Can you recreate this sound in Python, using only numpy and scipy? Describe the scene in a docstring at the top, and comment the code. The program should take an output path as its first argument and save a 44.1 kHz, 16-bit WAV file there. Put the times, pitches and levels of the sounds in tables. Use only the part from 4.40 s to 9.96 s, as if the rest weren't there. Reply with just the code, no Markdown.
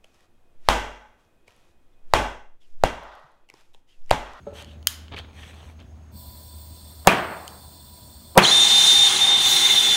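"""A steel workshop, where a gas torch is handled close to one microphone. A machine hums low and gloves rustle,
both made from filtered noise (the hum also has a wavering tone). Small metal contacts ring like struck modes,
and one is the loud snap of a fitting. Gas hisses through the burner tube's resonances. The igniter pops once
in vain, then lights a roaring flame of coloured noise with a whistle that swoops and holds.
Each pop is a crackle and a pressure pulse, and the hall rings after it."""
import sys
import numpy as np
from scipy import signal
from scipy.fft import rfft, irfft, next_fast_len
from scipy.io import wavfile
from scipy.ndimage import uniform_filter1d, map_coordinates

SR = 44100
rng = np.random.default_rng(int(sys.argv[2]) if len(sys.argv) > 2 else 0)


def wav_out(sig):
    """Save sig, one row per channel (or a flat mono array), as 16-bit PCM at SR to the path in sys.argv[1]."""
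    wavfile.write(sys.argv[1], SR, np.round(np.clip(np.atleast_2d(sig).T, -1, 1) * 32767).astype(np.int16))


N = 245195
TIME = np.arange(N) / SR  # seconds

# Loudness of the machine hum. Each row: time in seconds, level in dB.
HUM_LEVEL = [(0.0, -57), (0.3, -43.5), (2.2, -44.5), (2.65, -46), (2.8, -52.5), (4.15, -50.5), (4.5, -57),
             (5.45, -67), (5.56, -68)]
# Colour of the air in the hall. Each row: frequency in Hz, relative strength in dB per Hz.
HALL_AIR_COLOUR = [(15, -44.5), (25, -15.5), (86, -2), (158, -11), (224, -9.5), (450, -24), (691, -21),
                   (856, -26), (4870, -43.5), (6540, -43), (15000, -56.5)]
# How fast the hall's echoes die. Each row: frequency in Hz, time to fall by 60 dB in seconds.
HALL_DECAY = [(80, 0.8), (200, 0.52), (700, 0.94), (2500, 0.6), (6000, 0.39), (14000, 0.26)]

# Gloves and jacket rubbing. Each row: start in seconds, length in seconds, level in dB,
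# crispness in dB and thud in dB, both relative to that level.
RUBS = [(0.045, 0.07, -64, -15, 9), (0.127, 0.089, -46.5, -8.5, -5.5), (0.233, 0.1, -59, -11.5, -10),
        (0.713, 0.032, -45, -31.5, 3.5), (0.755, 0.041, -43.5, -15.5, -2), (0.807, 0.1, -65, -23, 4),
        (0.917, 0.18, -52, -9, -7.5), (1.054, 0.25, -60, -5.5, 1.5), (1.383, 0.033, -57.5, -23, 1)]
# Colour of the dull cloth noise. Each row: frequency in Hz, relative strength in dB per Hz.
CLOTH_COLOUR = [(900, -17), (1400, -10), (1750, -2), (2050, -4), (2400, -1), (2800, -2.5), (3200, 0),
                (3700, -3), (4400, -9), (5200, -20), (9000, -45)]
# Resonances that sing in crisp strokes. Each row: frequency in Hz, width in Hz, relative level in dB.
CRISP_MODES = [(5550, 550, 1), (6280, 700, 2), (8000, 480, 1.5), (9380, 690, -2), (11770, 830, -7),
               (14000, 1800, -12)]
RUB_RISE, RUB_FALL = 0.45, 0.52  # rise time, and added release time (60 dB fall), as shares of the rub's length
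LET_GO_S = 0.057  # shortest release time (60 dB fall)
TAIL_DB, TAIL_S = -16, 0.67  # the room's tail after a rub: level next to the stroke, and time to fall 60 dB

# Tones in a hollow knock nearby. Each row: frequency in Hz, relative level in dB, time to fall 60 dB in seconds.
KNOCK_TONES = [(200, -8, .1), (435, 1, .07), (575, 1, .17), (825, -10, .1), (1320, -19, .14)]
# The knock and its bounce. Each row: time in seconds, level in dB.
KNOCKS = [(.068, -29), (.123, -37)]

# Small metal contacts, with the igniter's tick before each pop.
# Each row: time in seconds, peak of the direct ring in dB, treble limit in Hz.
CLICKS = [(0.224, -33.5, 9000), (.246, -35.5, 9040), (0.428, -40.5, 12000), (0.4715, 1.5, 19570),
          (0.682, -35, 3490), (0.7229, -34, 2980), (0.7646, -30.5, 5000), (.7835, -35, 3960),
          (0.7883, -29, 9140), (1.402, -41, 5000), (1.427, -55, 20100), (2.6496, -34.5, 1490),
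          (3.079, -23, 14400), (3.9545, -29, 1490)]
# The torch fittings that the clicks ring. Each row: frequency in Hz, width in Hz, typical level in dB.
FITTING_MODES = [(1500, 900, -10), (2250, 200, -6), (3020, 260, 6), (3200, 30, 2), (4250, 300, -3),
                 (5150, 450, 0), (6430, 450, -1), (7400, 600, 0), (8770, 300, 0), (9580, 500, 1),
                 (11700, 900, -4), (13700, 900, 0)]
# A short rasp on something hard. The row: start in seconds, length in seconds, level in dB,
# frequency in Hz, width in Hz.
RASP = (.764, .021, -35.5, 2330, 600)

VALVE_S, OPENING_S, GAS_DB = 1.71, 0.075, -51  # when the valve opens, how long it takes, level of the tube's hiss
# Resonances of the cold burner tube. Each row: frequency in Hz, width in Hz, relative level in dB.
COLD_TUBE_MODES = [(604, 140, -5.5), (1008, 62, -3), (3550, 98, 0), (3967, 90, -2), (4370, 350, -0.5),
                   (5540, 34, -4), (7070, 120, -8), (8490, 290, 1.5), (9780, 98, -7), (11160, 110, -6.5),
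                   (12200, 230, -7.5), (13300, 180, -8.5)]
# Where the jet's sound cancels. Each row: frequency in Hz, width in Hz, strength of the cancelling part in dB.
TUBE_GAPS = [(9400, 400, 5), (10400, 480, -6.5), (11500, 250, -12)]
# Two treble bands of the nozzle. Each row: time in seconds, upper band level in dB, lower band level in dB.
NOZZLE_LEVELS = [(1.7, -52.5, -58), (1.9, -52, -57.5), (2.2, -52.5, -76), (2.55, -59, -59.5),
                 (3.1, -57, -65), (3.4, -54, -73), (3.95, -56, -70)]

# The two pops. Each row: time in seconds, level in dB that scales all parts of the pop.
POPS = [(2.6725, 3), (3.9769, 4)]
# What goes with each pop. Each row: hall level in dB, added fade in dB per second, thump level in dB,
# with both levels relative to the pop.
POP_TAILS = [(17.5, -2.5, -7.5), (17.5, 22, -7.5)]
# Colour of a pop in the hall. Each row: frequency in Hz, relative strength in dB per Hz.
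BLAST_COLOUR = [(40, -35.5), (100, -7.5), (190, 2.5), (270, -5.5), (360, -0.5), (500, -6), (800, -2),
                (1200, -4), (2400, -5.5), (4700, -20.5), (15500, -30.5)]
# The tube's colouring of the burst. Each row: frequency in Hz, width in Hz, relative level in dB.
POP_RING_MODES = [(637, 28, -3.5), (955, 25, 12), (1200, 50, 4), (2436, 140, 11.5), (3200, 180, -4.5)]

# Flame loudness as the torch turns. Each row: time in seconds, roar level in dB, fizz level in dB.
FLAME_LEVELS = [(4.022, -25.5, -46.5), (4.046, -22, -44.5), (4.5, -18.5, -37.5), (4.62, -19.5, -39.5),
                (4.96, -26.5, -45.5), (5.05, -22, -37), (5.1, -21, -30), (5.18, -20, -35.5),
                (5.42, -23.5, -36), (5.56, -22, -39.5)]
BODY_DB = -26.5  # the low part of the roar keeps this level, apart from the flutter
# Colour of the roar. Each row: frequency in Hz, relative strength in dB per Hz.
ROAR_COLOUR = [(35, -57), (60, -2), (381, -21), (680, -20), (790, -11), (1300, -15.5), (2360, -9),
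               (3280, 1.5), (3510, 2), (4570, -8), (6490, -12), (11500, -27), (15000, -57)]
# Resonances of the hot burner tube. Each row: frequency in Hz, width in Hz, relative level in dB.
HOT_TUBE_MODES = [(375.4, 21, -11.5), (800, 16.6, -5), (2130, 6.5, 1), (3120, 21, 0), (4037, 50, 5),
                  (5690, 51, -4.5), (6730, 660, -8.5), (8420, 560, -8.5), (9580, 840, -7)]
# A lower mode swells once. The row: frequency in Hz, width in Hz, middle of the swell in seconds,
# half-length in seconds, level in dB.
LOW_NOTE = (2110, 60, 5.28, .06, -30)

# The whistle swoops while the flame settles. Each row: time in seconds, pitch in Hz, level in dB.
SWOOP = [(4.02, 4300, -29), (4.033, 4420, -20.5), (4.044, 4148, -16), (4.048, 3502, -16),
         (4.053, 3060, -11), (4.067, 3480, -15), (4.073, 3900, -16), (4.087, 4080, -14), (4.093, 4030, -15),
         (4.095, 3530, -14), (4.112, 3480, -13), (4.125, 3650, -14)]
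SWOOP_UNREST = .6  # unrest runs from 0 to 1
# Stretches where the whistle holds. Each row: start in seconds, end in seconds, pitch in Hz, level in dB,
# unrest from 0 to 1.
HOLDS = [(4.021, 4.454, 3620, -13, .27), (4.463, 4.682, 3622, -12.5, .27), (4.808, 4.864, 3612, -14, .33),
         (4.874, 4.968, 3612, -14.5, .33), (4.984, 5.023, 3620, -18, .45), (5.045, 5.078, 3620, -15.5, .45),
         (5.107, 5.14, 3615, -17, .45), (5.158, 5.188, 3595, -17, .45), (5.223, 5.272, 3605, -13.5, .45),
         (5.295, 5.342, 3595, -14, .45), (5.358, 5.414, 3590, -13.5, .45), (5.43, 5.567, 3555, -16.5, .55)]
SLIPPED = (3565, -21, .6)  # the note between holds: pitch in Hz, level in dB, unrest from 0 to 1
GRIP_S = .01  # time to catch or lose the held note

TOP_HZ = 15750  # band limit of the input


def amp(db):
    """Turns dB into a gain."""
    return 10 ** (np.asarray(db) / 20)


def unit(x):
    """Scales a sound to an average (rms) level of 1."""
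    return x / np.sqrt(np.mean(x ** 2) + 1e-20)


def along(points, hz):
    """Reads values between (Hz, value) points on a log frequency axis."""
    point_hz, values = np.transpose(points)[:2]
    return np.interp(np.log(hz + 1), np.log(point_hz + 1), values)


def curves(rows):
    """Turns each column after the time into one value per sample."""
    seconds, *columns = np.transpose(rows)
    return [np.interp(TIME, seconds, column) for column in columns]


def wobble(rate):
    """Draws a smooth random curve through rate random points a second."""
    points = rng.standard_normal(int(N * rate / SR) + 4)
    return map_coordinates(points, [TIME * rate])


def filtered(x, response):
    """Multiplies the spectrum of x by a response, a function of frequency in Hz."""
    size = next_fast_len(len(x) + SR // 2)
    hz = np.fft.rfftfreq(size, 1 / SR)
    return irfft(rfft(x, size) * response(hz), size)[:len(x)]


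def resonances(modes, hz):
    """Adds up modes (Hz, width, dB) that ring after a push, with alternating sign."""
    total = 0
    for k, (centre, width, db) in enumerate(modes):
        push = 1j * hz * width
        total = total + (-1) ** k * amp(db) * push / (centre * centre - hz * hz + push)
    return total


def band(lo_hz, hi_hz, hz):
    """Gives a band of frequencies with soft edges."""
    return (hz / lo_hz) ** 3 / np.sqrt((1 + (hz / lo_hz) ** 6) * (1 + (hz / hi_hz) ** 6))


def rush(response, patchy_db):
    """Makes coloured noise of rms 1, with random louder and softer patches in time and pitch."""
    spectrum = signal.stft(rng.standard_normal(N), nperseg=512)[2]
    patches = uniform_filter1d(rng.standard_normal(spectrum.shape), 6, 0)
    patches = unit(uniform_filter1d(patches, 10, 1))
    noise = signal.istft(spectrum * amp(patchy_db * patches), nperseg=512)[1][:N]
    return unit(filtered(noise, response))


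def hall(sound, gap_s=0.0016):
    """Echoes a sound with a new random tail of energy 1; each frequency dies at its own speed."""
    hz, t, spectrum = signal.stft(rng.standard_normal(SR), SR, nperseg=256)
    fade = amp(-60 * t / along(HALL_DECAY, hz)[:, None])
    tail = signal.istft(spectrum * fade, SR, nperseg=256)[1]
    delayed = np.pad(sound, (round(gap_s * SR), 0))
    return signal.fftconvolve(delayed, tail / np.linalg.norm(tail))


def add(track, s, sound):
    """Mixes a sound into the track at s seconds."""
    part = track[round(s * SR):][:len(sound)]
    part += sound[:len(part)]


def machine_hum():
    """A low tone with wavering pitch, plus noise through a low resonance."""
    hz = 78 + 1.04 * wobble(4.5)
    tone = np.sqrt(2) * np.sin(2 * np.pi * np.cumsum(hz) / SR)
    rumble = rush(lambda hz: resonances([(70.7, 12.0, 0)], hz), patchy_db=4.5)
    return amp(curves(HUM_LEVEL)[0]) * unit(tone + 0.47 * rumble)


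def hall_air():
    """Coloured noise for the air of the hall, with a faint high whine of narrow-band noise."""
    air = rush(lambda hz: amp(along(HALL_AIR_COLOUR, hz)), patchy_db=2.0)
    whine = rush(lambda hz: resonances([(6500, 120, 0)], hz) ** 2, patchy_db=3)
    return amp(-50.0) * air + amp(-75.5) * whine


def cloth_rubs():
    """Cloth rubs in clumps of tiny scratches; crisp strokes reach the treble, heavy ones thud."""
    scratches = amp(2.2 * wobble(400) + 1.2 * wobble(70))
    dull = unit(scratches * rush(lambda hz: amp(along(CLOTH_COLOUR, hz)), patchy_db=2.5))
    crisp = unit(amp(0.82 * wobble(270)) * rush(lambda hz: resonances(CRISP_MODES, hz), patchy_db=0.0))
    thud = unit(scratches * rush(lambda hz: band(190, 1100, hz), patchy_db=0.5))
    track = np.zeros(N)
    for s, length, db, crisp_db, thud_db in RUBS:
        rise = np.clip((TIME - s) / (RUB_RISE * length), 0, 1)
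        after = np.maximum(TIME - s - length, 0)
        stroke = rise * amp(db - 60 * after / (LET_GO_S + RUB_FALL * length))
        tail = rise * amp(db + TAIL_DB - 60 * after / TAIL_S)
        track += (stroke + tail) * (dull + amp(thud_db) * thud)
        track += stroke * amp(crisp_db) * crisp
    return track


def hollow_knocks():
    """A hollow knock and its bounce: a few tones that start together and die away."""
    track, t = np.zeros(N), TIME[:SR // 2]
    knock = np.zeros(len(t))
    for hz, db, t60 in KNOCK_TONES:
        knock += amp(db - 60 * t / t60) * np.sin(2 * np.pi * hz * t)
    knock *= 1 - np.exp(-t / 0.0015)  # soft start
    knock *= amp(2 * wobble(70)[SR:][:len(t)])  # loose parts make the ring uneven
    for s, db in KNOCKS:
        add(track, s, amp(db) * knock)
        add(track, s, amp(db - 13) * hall(knock))
    return track


def clicks():
    """Short cracks that ring the torch's fittings, with echoes from the hall."""
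    track, t = np.zeros(N), TIME[:SR // 10]
    for s, db, top_hz in CLICKS:
        grit = 0.08 * amp(-60 * t / 0.004) * rng.standard_normal(len(t))
        crack = (t == 0) + grit  # one blow and a little grit
        bass_limit_hz = min(top_hz / 2, 1250)

        def small_part(hz):
            """A small part radiates little bass, and its treble is limited too."""
            return (1j * hz / (bass_limit_hz + 1j * hz)) ** 2 / (1 + 1j * hz / top_hz) ** 4

        # each contact favours other modes: only their levels vary
        modes = FITTING_MODES + rng.normal(0, 2, (len(FITTING_MODES), 1)) * [0, 0, 1]
        ring = filtered(crack, lambda hz: (resonances(modes, hz) + amp(-16.5)) * small_part(hz))
        strength = amp(db) / np.abs(ring).max()
        add(track, s, strength * ring)
        add(track, s, amp(-18.5) * strength * hall(ring, gap_s=0.0013))
        add(track, s, amp(-19.5) * strength * hall(filtered(crack, small_part), gap_s=0.003))
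    return track


def rasp():
    """A short scrape on something hard: rough noise through one resonance, used twice."""
    s, length, db, hz, width = RASP
    noise = rush(lambda f: resonances([(hz, width, 0)], f) ** 2, patchy_db=1)
    scrape = unit(amp(4 * wobble(350)) * noise)
    swell = np.sin(np.pi * np.clip((TIME - s) / length, 0, 1)) ** .5
    return amp(db) * swell * scrape


def gas():
    """Jet noise through the narrow resonances of the burner tube, until it catches fire."""
    flowing = np.interp(TIME, [VALVE_S, VALVE_S + OPENING_S, 3.98, 4.0], [0, 1, 1, 0])

    def tube_colour(hz):
        """The tube's resonances, with gaps where the sound cancels."""
        return np.abs(resonances(COLD_TUBE_MODES, hz)) * np.abs(1 - resonances(TUBE_GAPS, hz))

    tube = rush(tube_colour, patchy_db=1.0)
    # the lowest strong mode sings faintly
    note_hz = 982 + 6 * wobble(30)
    note = np.sqrt(2) * amp(2.5 * wobble(9)) * np.sin(2 * np.pi * np.cumsum(note_hz) / SR)
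    upper = rush(lambda hz: resonances([(15100, 1900, 0)], hz) ** 2, patchy_db=2.0)
    lower = rush(lambda hz: resonances([(12900, 850, 0)], hz) ** 2, patchy_db=3.0)
    upper_db, lower_db = curves(NOZZLE_LEVELS)
    hiss = amp(GAS_DB) * (tube + amp(-12.5) * note)
    return flowing * (hiss + amp(upper_db) * upper + amp(lower_db) * lower)


def pop_tail(fade_db):
    """The hall's answer to a pop, coloured by the blast and the tube and scaled to energy 1."""
    tail = hall(np.ones(1), gap_s=0.0026)
    t = TIME[:len(tail)]
    tail *= 1 + 2.0 * amp(-60 * t / 0.048)  # near walls answer first and loudest
    tail = filtered(tail, lambda hz: amp(along(BLAST_COLOUR, hz)))
    ring = filtered(tail, lambda hz: resonances(POP_RING_MODES, hz))
    tail += amp(-60 * t / 0.78) * ring  # the tube's colour is heard most at first
    uneven = amp(1.0 * wobble(60)[:len(tail)])  # echoes arrive in clumps
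    tail *= uneven * amp(-fade_db * t)
    return tail / np.linalg.norm(tail)


def pops():
    """The mixture burns down the tube, then bursts: crackle, pressure pulse, thump, floor echo and hall."""
    track, t = np.zeros(N), TIME[:SR // 10]
    for (s, db), (hall_db, fade_db, thump_db) in zip(POPS, POP_TAILS):
        run_up = rush(lambda hz: band(160, 900, hz), patchy_db=-6.0) * (TIME < s)
        track += amp(db - 19.0 + 1300 * np.minimum(TIME - s, 0)) * run_up  # grows by 1300 dB per second
        burst = amp(6.0 - 60 * t / 0.0049) * rng.standard_normal(len(t))
        crackle = filtered(burst, lambda hz: 1 / (1 + 1j * hz / 7000))
        since = np.maximum(t - .0005, 0)
        swing = -10 * np.log(1 + since / .001)  # the swings slow down as the gas leaves
        pulse = amp(8.0 - 60 * since / 0.011) * np.sin(swing)
        # the whole cloud expands
        thump = amp(thump_db - 60 * since / 0.054) * np.sin(2 * np.pi * 190 * (t - .0021))
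        add(track, s, amp(db) * (crackle + pulse + thump))
        # the floor returns little of the crackle
        add(track, s + .0052, amp(db) * (amp(-22.0) * crackle + amp(-6.0) * pulse))
        add(track, s, amp(db + hall_db) * pop_tail(fade_db))
    return track


def flame():
    """Turbulent roar coloured by the hot tube, with a high fizz, one low swell and the whistle."""
    roar_db, fizz_db = curves(FLAME_LEVELS)
    colour = lambda hz: amp(along(ROAR_COLOUR, hz)) + np.abs(resonances(HOT_TUBE_MODES, hz))
    flutter = amp(0.45 * wobble(9.2) + 0.3 * wobble(60))
    roar = rush(lambda hz: colour(hz) * band(3730, 8500, hz), patchy_db=1.73)
    body = rush(lambda hz: colour(hz) * band(172, 2310, hz), patchy_db=0.9)
    fizz = rush(lambda hz: band(11000, 17000, hz), patchy_db=1)
    hz, width, s, half_s, db = LOW_NOTE
    swell = np.exp(-((TIME - s) / half_s) ** 2)
    low_note = amp(db) * swell * rush(lambda f: resonances([(hz, width, 0)], f), patchy_db=3.5)
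    fire = flutter * (amp(roar_db) * roar + amp(BODY_DB) * body + amp(fizz_db) * fizz)
    lighting = np.interp(TIME, [4.005, 4.035], [0, 1])
    return lighting * (low_note + fire + whistle())


def whistle():
    """The hot tube's note swoops, locks onto one mode and at times slips off it, weaker and mostly lower."""
    state = np.outer(SLIPPED, np.ones(N))  # pitch, level and unrest at each sample
    for start, end, *held in HOLDS:
        grip = np.clip(np.minimum(TIME - start, end - TIME) / GRIP_S + .5, 0, 1)
        state = state + grip * np.subtract(held, SLIPPED)[:, None]
    swooping = TIME < SWOOP[-1][0]
    hz, db = np.where(swooping, curves(SWOOP), state[:2])
    unrest = np.where(swooping, SWOOP_UNREST, np.clip(state[2], 0, 1))
    falter = unrest * wobble(65) ** 2  # now and then the note sags and weakens
    jitter_hz = unrest * (22 * wobble(40) + 90 * wobble(400))
    phase = 2 * np.pi * np.cumsum(hz - 35 * falter + jitter_hz) / SR
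    rough_db = 2.2 * unrest * wobble(500)  # a fast roughness
    return np.sqrt(2) * amp(db - 5.5 * falter + rough_db) * np.sin(phase)


def scene():
    """Adds all the sounds; one microphone feeds both channels."""
    mono = machine_hum() + hall_air() + cloth_rubs() + hollow_knocks() + clicks() + rasp()
    mono = mono + gas() + pops() + flame()
    return np.array([mono, mono])


def record(dry):
    """The input cuts the deepest bass, clips near full scale and keeps nothing above its band limit."""
    lean = filtered(dry[0], lambda hz: 1j * hz / (25 + 1j * hz))
    clipped = lean / (1 + np.abs(lean / .93) ** 10) ** (1 / 10)  # levels off smoothly at 0.93
    limited = filtered(clipped, lambda hz: hz < TOP_HZ)
    return np.array([limited] * 2)


dry = scene()
out = record(dry)
wav_out(out)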